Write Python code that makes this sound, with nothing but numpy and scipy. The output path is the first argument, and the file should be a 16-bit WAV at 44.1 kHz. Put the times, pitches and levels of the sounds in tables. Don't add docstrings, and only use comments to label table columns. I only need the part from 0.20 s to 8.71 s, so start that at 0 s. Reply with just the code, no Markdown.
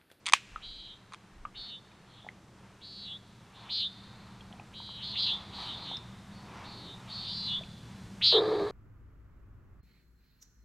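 import sys
import numpy as np
from scipy import signal
from scipy.fft import rfft, irfft, next_fast_len
from scipy.io import wavfile
from scipy.ndimage import uniform_filter1d, map_coordinates

SR = 44100
rng = np.random.default_rng(int(sys.argv[2]) if len(sys.argv) > 2 else 0)


def log_audio(samples):
    frames = np.atleast_2d(samples).T
    limited = np.clip(frames, -1, 1)
    pcm = np.round(limited * 32767).astype(np.int16)
    wavfile.write(sys.argv[1], SR, pcm)


N = 375291
TIME = np.arange(N) / SR


def amp(db):
    return 10 ** (np.asarray(db) / 20)


def unit(x):
    return x / np.sqrt(np.mean(x ** 2) + 1e-20)


def along(points, hz):
    freqs, values = np.transpose(points)
    return np.interp(np.log(hz + 1), np.log(freqs + 1), values)


def wobble(rate, size=N):
    knots = rng.standard_normal(int(size * rate / SR) + 4)
    return map_coordinates(knots, [np.arange(size) * rate / SR])


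def filtered(x, response):
    size = next_fast_len(N + SR // 2)
    return irfft(rfft(x, size) * response(np.fft.rfftfreq(size, 1 / SR)), size)[..., :N]


def eq(x, curve):
    return filtered(x, lambda hz: amp(along(curve, hz)))


def noise(curve):
    return unit(eq(rng.standard_normal(N), curve))


def turns(hz):
    return 2 * np.pi * np.cumsum(hz) / SR


def swell(peak, rise, fall):
    t = TIME - peak
    return np.exp(-(t / np.where(t < 0, rise, fall)) ** 2 / 2)


def add(track, s, sound):
    start = max(0, round(s * SR))
    track[start:start + len(sound)] += sound[:N - start]


def echoes(x, decay, build_s):
    size = int(np.clip(max(t60 for hz, t60 in decay), .1, 1) * SR)
    hz, t, bands = signal.stft(rng.standard_normal(size), SR, nperseg=256)
    tail = signal.istft(bands * amp(-60 * t / along(decay, hz)[:, None]), SR, nperseg=256)[1]
    tail *= (1 - np.exp(-np.arange(len(tail)) / SR / build_s)) ** 2
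    return signal.fftconvolve(x, tail / np.linalg.norm(tail))[:N]


# (frequency [Hz], level [dB])
RUMBLE_EQ = [(20, -11.5), (50, -6.5), (85, -1), (118, 2), (150, -3), (195, 2.5), (240, -6.5), (330, -31),
             (600, -70)]
# (pitch [Hz], level [dB])
HUM_TONES = [(117.5, -7.5), (195, -8.5)]
# (time [s], level [dB])
DRONE_FADER = [(0.2, -66), (2.71, -59), (3.59, -58.5), (3.89, -54.5), (4.16, -54), (4.5, -55), (5.34, -53),
               (6.89, -52.5), (7.28, -49.5), (8.05, -50)]


def drone(trim_db=1):
    fader_db = np.interp(TIME, *np.transpose(DRONE_FADER))
    hum = sum(amp(db + 1.2 * wobble(10)) * unit(np.sin(turns(hz + 3 * wobble(12))))
              for hz, db in HUM_TONES)
    return amp(fader_db + trim_db) * (noise(RUMBLE_EQ) + hum)


# (frequency [Hz], level [dB])
ROAR_EQ = [(150, -9.5), (280, 3), (450, -1), (700, -6.5), (1200, -28.5), (3000, -53.5)]
TREES_EQ = [(400, -22), (700, 0), (950, 2.5), (1300, 0.5), (1750, -1.5), (2400, -6), (3500, -10),
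            (6000, -30), (12000, -58.5)]
HISS_EQ = [(1000, -23.5), (2500, 1.5), (4300, 2.5), (6000, 1), (8500, -3), (10000, -7), (11500, -12.5),
           (12600, -12), (14000, -20.5), (16000, -40.5)]
GUST_EQ = [(400, -24.5), (700, -2.5), (950, 2.5), (1250, -2.5), (1600, -9.5), (2400, -8.5), (3500, -16),
           (6000, -23), (12000, -64)]
# (peak time [s], rise [s], fall [s], level [dB], brightness [dB])
TREE_GUSTS = [(2.25, 0.17, .3, -68.5, -12), (3.46, 0.067, 0.052, -55.5, 5), (4.1, 0.14, 0.34, -62, -5),
              (5.12, 0.21, 0.18, -52.5, -0.5), (5.42, 0.065, 0.095, -48, 9),
              (5.62, 0.17, 0.15, -51.5, -2.5), (6.37, .13, 0.12, -50, -3), (6.62, .08, 0.11, -59.5, -13),
              (6.95, 0.33, 0.28, -55, 8.5)]


def forest_air(gust_roar_db=-9, gust_hiss_db=-23.5):
    roar = amp(-66.5 + .7 * TIME)
    trees = amp(-64.5 + .58 * TIME)
    hiss = amp(-73 + 1.25 * TIME)
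    gusts = np.zeros(N)
    for peak, rise, fall, db, bright_db in TREE_GUSTS:
        gust = amp(db) * swell(peak, rise, fall)
        gusts = np.hypot(gusts, gust)
        roar = np.hypot(roar, gust * amp(gust_roar_db - bright_db))
        hiss = np.hypot(hiss, gust * amp(gust_hiss_db + bright_db))
    breeze = amp(1.6 * wobble(8.3)) * (trees * noise(TREES_EQ) + gusts * noise(GUST_EQ))
    return roar * noise(ROAR_EQ) + breeze + hiss * noise(HISS_EQ)


# (time [s], level [dB], tilt [dB/octave])
SNAP_CUES = [(0.0579, -33.5, 9.5), (0.064, -25.5, 11.5), (0.0677, -24, 11), (0.0708, -26.5, 4.5),
             (.078, -31, 3.5), (0.0831, -28.5, 4.5), (0.088, -25.5, 7.5), (.097, -29, 4.5),
             (0.123, -29, -2), (0.1235, -26.5, 13.5), (0.134, -23.5, 6.5), (.1352, -5.5, 5),
             (0.1363, -7.5, -0.5), (0.922, -42, -7.5), (0.9267, -46, -8), (.935, -41.5, 11),
             (.9382, -37.5, -6), (.945, -37.5, 1.5)]
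# (frequency [Hz], level [dB], t60 [s])
SHELL_MODES = [(813, -22, .0078), (1127, 6, .009), (2266, 5, 0.0064), (3470, 0.5, .0058),
               (4600, -9.5, .006), (6650, -15, .0057), (8300, -25, 0.015), (10070, -22.5, 0.0061)]
# (frequency [Hz], level [dB])
SPLASH_EQ = [(300, -26), (900, -6), (2700, 8.5), (4500, -3.5), (7000, -6), (9500, -16.5), (12500, -28),
             (16000, -37)]


def snaps(crack_db=-17, splash_db=-24, splash_t60=0.11, far_db=-50, far_t60=2.0):
    hits, scattered_power = np.zeros(N), np.zeros(N)
    t, tail_age = TIME[:SR // 20], TIME[:SR]
    tail = amp(splash_db - 60 * tail_age / splash_t60) + amp(far_db - 60 * tail_age / far_t60)
    main_hz, _, main_t60 = SHELL_MODES[1]
    for s, db, tilt in SNAP_CUES:
        ring = np.zeros(len(t))
        for k, (hz, level, t60) in enumerate(SHELL_MODES):
            mode_db = level + tilt * np.log2(hz / main_hz) + rng.normal(0, 1)
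            detuned_hz = hz * rng.normal(1, 0.055)
            ring += (-1) ** k * amp(mode_db - 60 * t / t60) * np.sin(2 * np.pi * detuned_hz * t)
        crack = amp(crack_db - 60 * t / main_t60) * rng.standard_normal(len(t))
        attack = 1 - np.exp(-t / .0001)
        hit = np.tanh(2.5 * attack * (ring / np.abs(ring).max() + crack))
        add(hits, s, amp(db) * hit / np.abs(hit).max())
        add(scattered_power, s, (amp(db) * tail) ** 2)
    presence = [(200, -17), (450, -12.5), (800, 1.5), (6500, 6.5), (9500, 0), (12000, -24.5),
                (16000, -36)]
    return eq(hits, presence) + np.sqrt(scattered_power) * noise(SPLASH_EQ)


# (peak time [s], rise [s], fall [s], level [dB])
PUFF_CUES = [(.35, .05, 0.24, -54), (1.2, .04, .05, -49), (1.4, 0.046, 0.035, -58)]


def wind_puffs():
    buffet = sum(amp(db) * swell(peak, rise, fall) for peak, rise, fall, db in PUFF_CUES)
    return buffet * noise([(10, -10.5), (25, 13), (50, 3), (100, -12.5), (300, -48), (1000, -96)])


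# (time [s], peak level [dB], ring pitch [Hz], t60 [s])
TAP_CUES = [(0.36, -27.5, 1300, 0.021), (1.252, -27, 1197, 0.025), (1.717, -52, 2450, 0.013),
            (2.047, -43, 735, 0.015), (2.066, -36.5, 790, 0.017), (2.088, -30.5, 2053, 0.013),
            (4.208, -44.5, 3250, 0.024), (4.313, -45, 764, 0.012), (4.327, -40, 3200, 0.0056),
            (4.337, -46, 730, 0.028), (4.398, -38.5, 820, 0.013), (4.397, -42, 2480, 0.013),
            (4.602, -39, 940, 0.02), (4.691, -38, 975, 0.0071), (5.714, -34, 800, 0.018),
            (5.77, -33, 5230, 0.0075), (7.41, -40.5, 634, 0.025), (7.436, -40.5, 2570, 0.013)]


def taps(tick_db=-14):
    out, t = np.zeros(N), TIME[:SR // 10]
    ticks = noise([(200, -24), (800, -8), (3000, 18), (6000, -12), (12000, -38)])
    attack = 1 - np.exp(-t / 0.00044)
    for s, db, hz, t60 in TAP_CUES:
        lowpass = signal.butter(4, min(1.8 * hz, 9000), fs=SR, output="sos")
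        tick = amp(tick_db) * signal.sosfilt(lowpass, ticks[round(s * SR):][:len(t)])
        hit = (np.sin(2 * np.pi * hz * t) + tick) * attack * amp(-60 * t / t60)
        add(out, s, amp(db) * hit / np.abs(hit).max())
    return out


SCOOP_HZ, SCOOP_S, ARCH_HZ = 2358, .015, 188.4
SAG, STEP, STEP_S, LIFT = 0.0598, 0.306, 0.0088, .22
LEAD_IN_DB, CALL_ATTACK_S, CALL_RELEASE_S, CLOSING_DB = -31, 0.013, 0.024, 0.5
OPEN_WIDTH, WIDENING = 0.089, 0.16
TRAIL, TRAIL_LAG_RAD = 0.15, 1.88
# (frequency [Hz], t60 [s])
TRUNK_DECAY = [(2000, 0.11), (6000, 0.34)]
# (start [s], pitch drop time [s], end [s], level [dB], swell [dB], top pitch [Hz],
# closing pitch [Hz], buzz rate [Hz], notch spacing [Hz], second pulse [gain], tree scatter [dB])
PEENT_CUES = [ (.408, 0.654, .77, -48.5, -9, 4080, 3605, 227, 789, 0.59, -6.5),
              (1.339, 1.499, 1.597, -45.5, -6, 4230, 3515, 221, 730, 1, -24),
              (1.85, 1.945, 2.044, -60.5, 7, 4160, 3500, 226, 852, 0.29, 3),
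              (2.604, 2.845, 2.982, -46.5, 5, 4566, 3490, 218, 560, 0.43, -29),
              (3.323, 3.449, 3.52, -58, -7, 4100, 3390, 228, 707, .25, -2.5),
              (3.483, 3.608, 3.684, -33.5, 0.5, 4330, 3660, 228, 600, 0.22, -15),
              (4.525, 4.758, 4.881, -47, -3, 4000, 3350, 223, 783, 0.53, -11.5),
              (4.8, 4.931, 5.026, -40.5, -4.5, 4240, 3450, 228, 712, 0.29, -3),
              (4.949, 5.075, 5.158, -31, -1.5, 4166, 3513, 224, 677, 0.29, -6),
              (5.311, 5.454, 5.575, -42, 4, 4206, 3560, 226, 760, 0.071, -0.5),
              (5.467, 5.654, 5.785, -46.5, 18, 4330, 3663, 222, 600, 0.2, -5.5),
              (6.102, 6.25, 6.37, -65, -21, 4550, 3400, 226, 900, 1, -4),
              (6.424, 6.65, 6.772, -50.5, -2.5, 4450, 3710, 224, 730, 0.25, -5),
              (6.861, 7.041, 7.128, -41.5, -2, 4410, 3515, 227, 750, 0.17, 15),
              (7.035, 7.267, 7.4, -37, 6.5, 4560, 3480, 217, 584, 0.64, -7.5),
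              (8.01, 8.117, 8.206, -23.5, -5, 4370, 3720, 235, 667, 0.16, -17.5)]


def peents(quicken=0.054, jitter=.02, sweep_hz=680, steepen=.55, crest_hz=4700, hz_per_rad=560,
           wander_hz=30, rough_hz=75, leak=0.012, rasp_db=-29, overtone_db=-41, far_edge_hz=3950):
    faintest_db = min(cue[3] for cue in PEENT_CUES)
    out = np.zeros(N)
    for cue in PEENT_CUES:
        start, drop, end, db, swell_db, top_hz, close_hz, buzz_hz, notch_hz, doubling, scatter_db = cue
        size = int((end - start) * SR)
        age = TIME[:size]
        opened = np.clip(age / (drop - start), 0, 1)
        closed = np.clip((start + age - drop) / (end - drop), 0, 1)
        harshness = (1 - closed) ** 0.73
        merged = np.clip((1 - harshness) * 2, 0, 1)

        fall = STEP * np.exp(-closed * (end - drop) / STEP_S) + (1 - STEP) * (1 - closed) ** 2.1
        height = (1 - SAG * opened ** 2) * fall + LIFT * closed ** 6
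        pitch_hz = close_hz + (top_hz - close_hz) * height - SCOOP_HZ * np.exp(-age / SCOOP_S)
        pitch_hz += ARCH_HZ * (np.sin(np.pi * opened ** 0.692) - .6 * fall)

        cycle = turns(buzz_hz * (1 + quicken * merged + jitter * wobble(110, size)))
        width_rad = 2 * np.pi * (OPEN_WIDTH + WIDENING * closed)
        pulse, trail = (np.exp((np.cos(cycle - lag) - 1) / width_rad ** 2) for lag in (0, TRAIL_LAG_RAD))
        gate = leak + pulse + TRAIL * (1 - merged) * trail
        gate /= np.sqrt(np.abs(uniform_filter1d(gate ** 2, size=390)) + 1e-9)
        release = np.tanh((end - start - age) / CALL_RELEASE_S)
        envelope = release * amp(LEAD_IN_DB * np.exp(-age / CALL_ATTACK_S) + CLOSING_DB * merged)
        pulses = gate * envelope * amp(0.91 * wobble(119.1, size))

        dive_rad = (crest_hz - top_hz) / hz_per_rad
        skewed_cycle = cycle + steepen * (1 - merged) * np.sin(cycle)
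        pitch_hz += sweep_hz * harshness * (np.cos(skewed_cycle + dive_rad) - np.cos(dive_rad))
        pitch_hz += wander_hz * wobble(25.3, size) + rough_hz * harshness * wobble(500, size)
        phase = turns(pitch_hz)
        rasp = amp(rasp_db) * harshness * wobble(6000, size) * np.sin(phase)
        overtone = amp(overtone_db) * np.sin(2 * phase)

        edge_hz = np.clip(far_edge_hz + 42 * (db - faintest_db), top_hz, 9000)
        lowpass = signal.butter(6, edge_hz, fs=SR, output="sos")
        call = signal.sosfiltfilt(lowpass, pulses * np.sin(phase)) + pulses * (rasp + overtone)
        call += doubling * np.pad(call, (round(SR / notch_hz), 0))[:size]
        fader = amp(db + swell_db * np.linspace(-.5, .5, size))
        call = fader * unit(call) / np.sqrt(1 + amp(2 * scatter_db))
        add(out, start, call)
        add(out, start, amp(scatter_db) * echoes(call, TRUNK_DECAY, build_s=0.0057))
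    return out


BOOM_START_S, BOOM_END_S = 8.119, 8.425
FLUTTER_HZ, SLOWING_HZ_PER_S = 452.6, 135
CATCH_HZ, CATCH_S = 89.9, 0.0084
FLUTTER_DB, FLUTTER_ATTACK_S, FLUTTER_RELEASE_DB_PER_S = -29, 0.015, 165
SURGE_S, SURGE_WIDTH_S, SURGE_DB = 8.166, 0.029, 7
RUSH_DB, RUSH_ATTACK_S, RUSH_FADE_DB_PER_S, RUSH_RELEASE_DB_PER_S = -33.5, 0.0027, 18, 29
# (pitch [ratio to the flutter rate], level [dB], unsteadiness [share of pitch])
FEATHER_VOICES = [(1, 2, .055), (.857, -11, 0.0305), (.743, -11, 0.026), (1.2, -12, 0.055)]
# (frequency [Hz], level [dB])
RUSH_EQ = [(250, -35), (330, -2.5), (520, -5.5), (720, -3), (850, -9.5), (1230, -6.5), (1400, -23),
           (1700, -12), (1920, -22), (2200, -20.5), (3000, -38), (8000, -62)]


def wing_boom(second_db=-21, third_db=-24, chop=0.56):
    age = np.maximum(TIME - BOOM_START_S, 0)
    released = np.maximum(TIME - BOOM_END_S, 0)
    flutter_hz = FLUTTER_HZ - SLOWING_HZ_PER_S * age + CATCH_HZ * np.exp(-age / CATCH_S)
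    flutter = np.zeros(N)
    for ratio, db, unsteady in FEATHER_VOICES:
        phase = turns(ratio * flutter_hz * (1 + unsteady * wobble(190)))
        voice = np.sin(phase) + amp(second_db) * np.sin(2 * phase) + amp(third_db) * np.sin(3 * phase)
        flutter += amp(db + 1.6 * wobble(70)) * voice
    flutter = unit(flutter)
    chopped_air = rng.standard_normal(N) * (1 + chop * flutter) * amp(2.7 * wobble(190))
    rush = unit(eq(chopped_air, RUSH_EQ))
    surge_db = SURGE_DB * np.exp(-((TIME - SURGE_S) / SURGE_WIDTH_S) ** 2)
    flutter *= amp(FLUTTER_DB + surge_db - FLUTTER_RELEASE_DB_PER_S * released)
    rush *= amp(RUSH_DB - RUSH_FADE_DB_PER_S * age - RUSH_RELEASE_DB_PER_S * released)
    return flutter * np.tanh(age / FLUTTER_ATTACK_S) ** 2 + rush * np.tanh(age / RUSH_ATTACK_S) ** 2


# (frequency [Hz], t60 [s])
FOREST_DECAY = [(200, 2.4), (1000, 0.29), (4000, 2.14), (7000, 2.7), (14000, 1.3)]
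NEARBY_DECAY = [(300, 0.1), (2500, 0.05), (8000, 0.048), (15000, 0.017)]


def scene(bird_send_db=-21, wing_send_db=-18, tap_send_db=-18, side_db=-39, side_noise_db=-80):
    birds, wings, knocks = peents(), wing_boom(), taps()
    far = echoes(amp(bird_send_db) * birds + amp(wing_send_db) * wings, FOREST_DECAY, build_s=0.0058)
    close = snaps() + knocks + amp(tap_send_db) * echoes(knocks, NEARBY_DECAY, build_s=0.011)
    mid = drone() + forest_air() + wind_puffs() + close + birds + wings + far
    side_noise = noise([(25, -0.5), (100, -6.5), (400, 4), (6000, 7.5), (11000, 0), (14000, -23)])
    side = amp(side_db) * echoes(mid, NEARBY_DECAY, build_s=.001) + amp(side_noise_db) * side_noise
    return np.array([mid + side, mid - side])


def record(dry, ceiling=.92, top_hz=16000):
    clipped = dry / (1 + np.abs(dry / ceiling) ** 8) ** (1 / 8)
    return filtered(clipped, lambda hz: hz < top_hz)


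dry = scene()
out = record(dry)
log_audio(out)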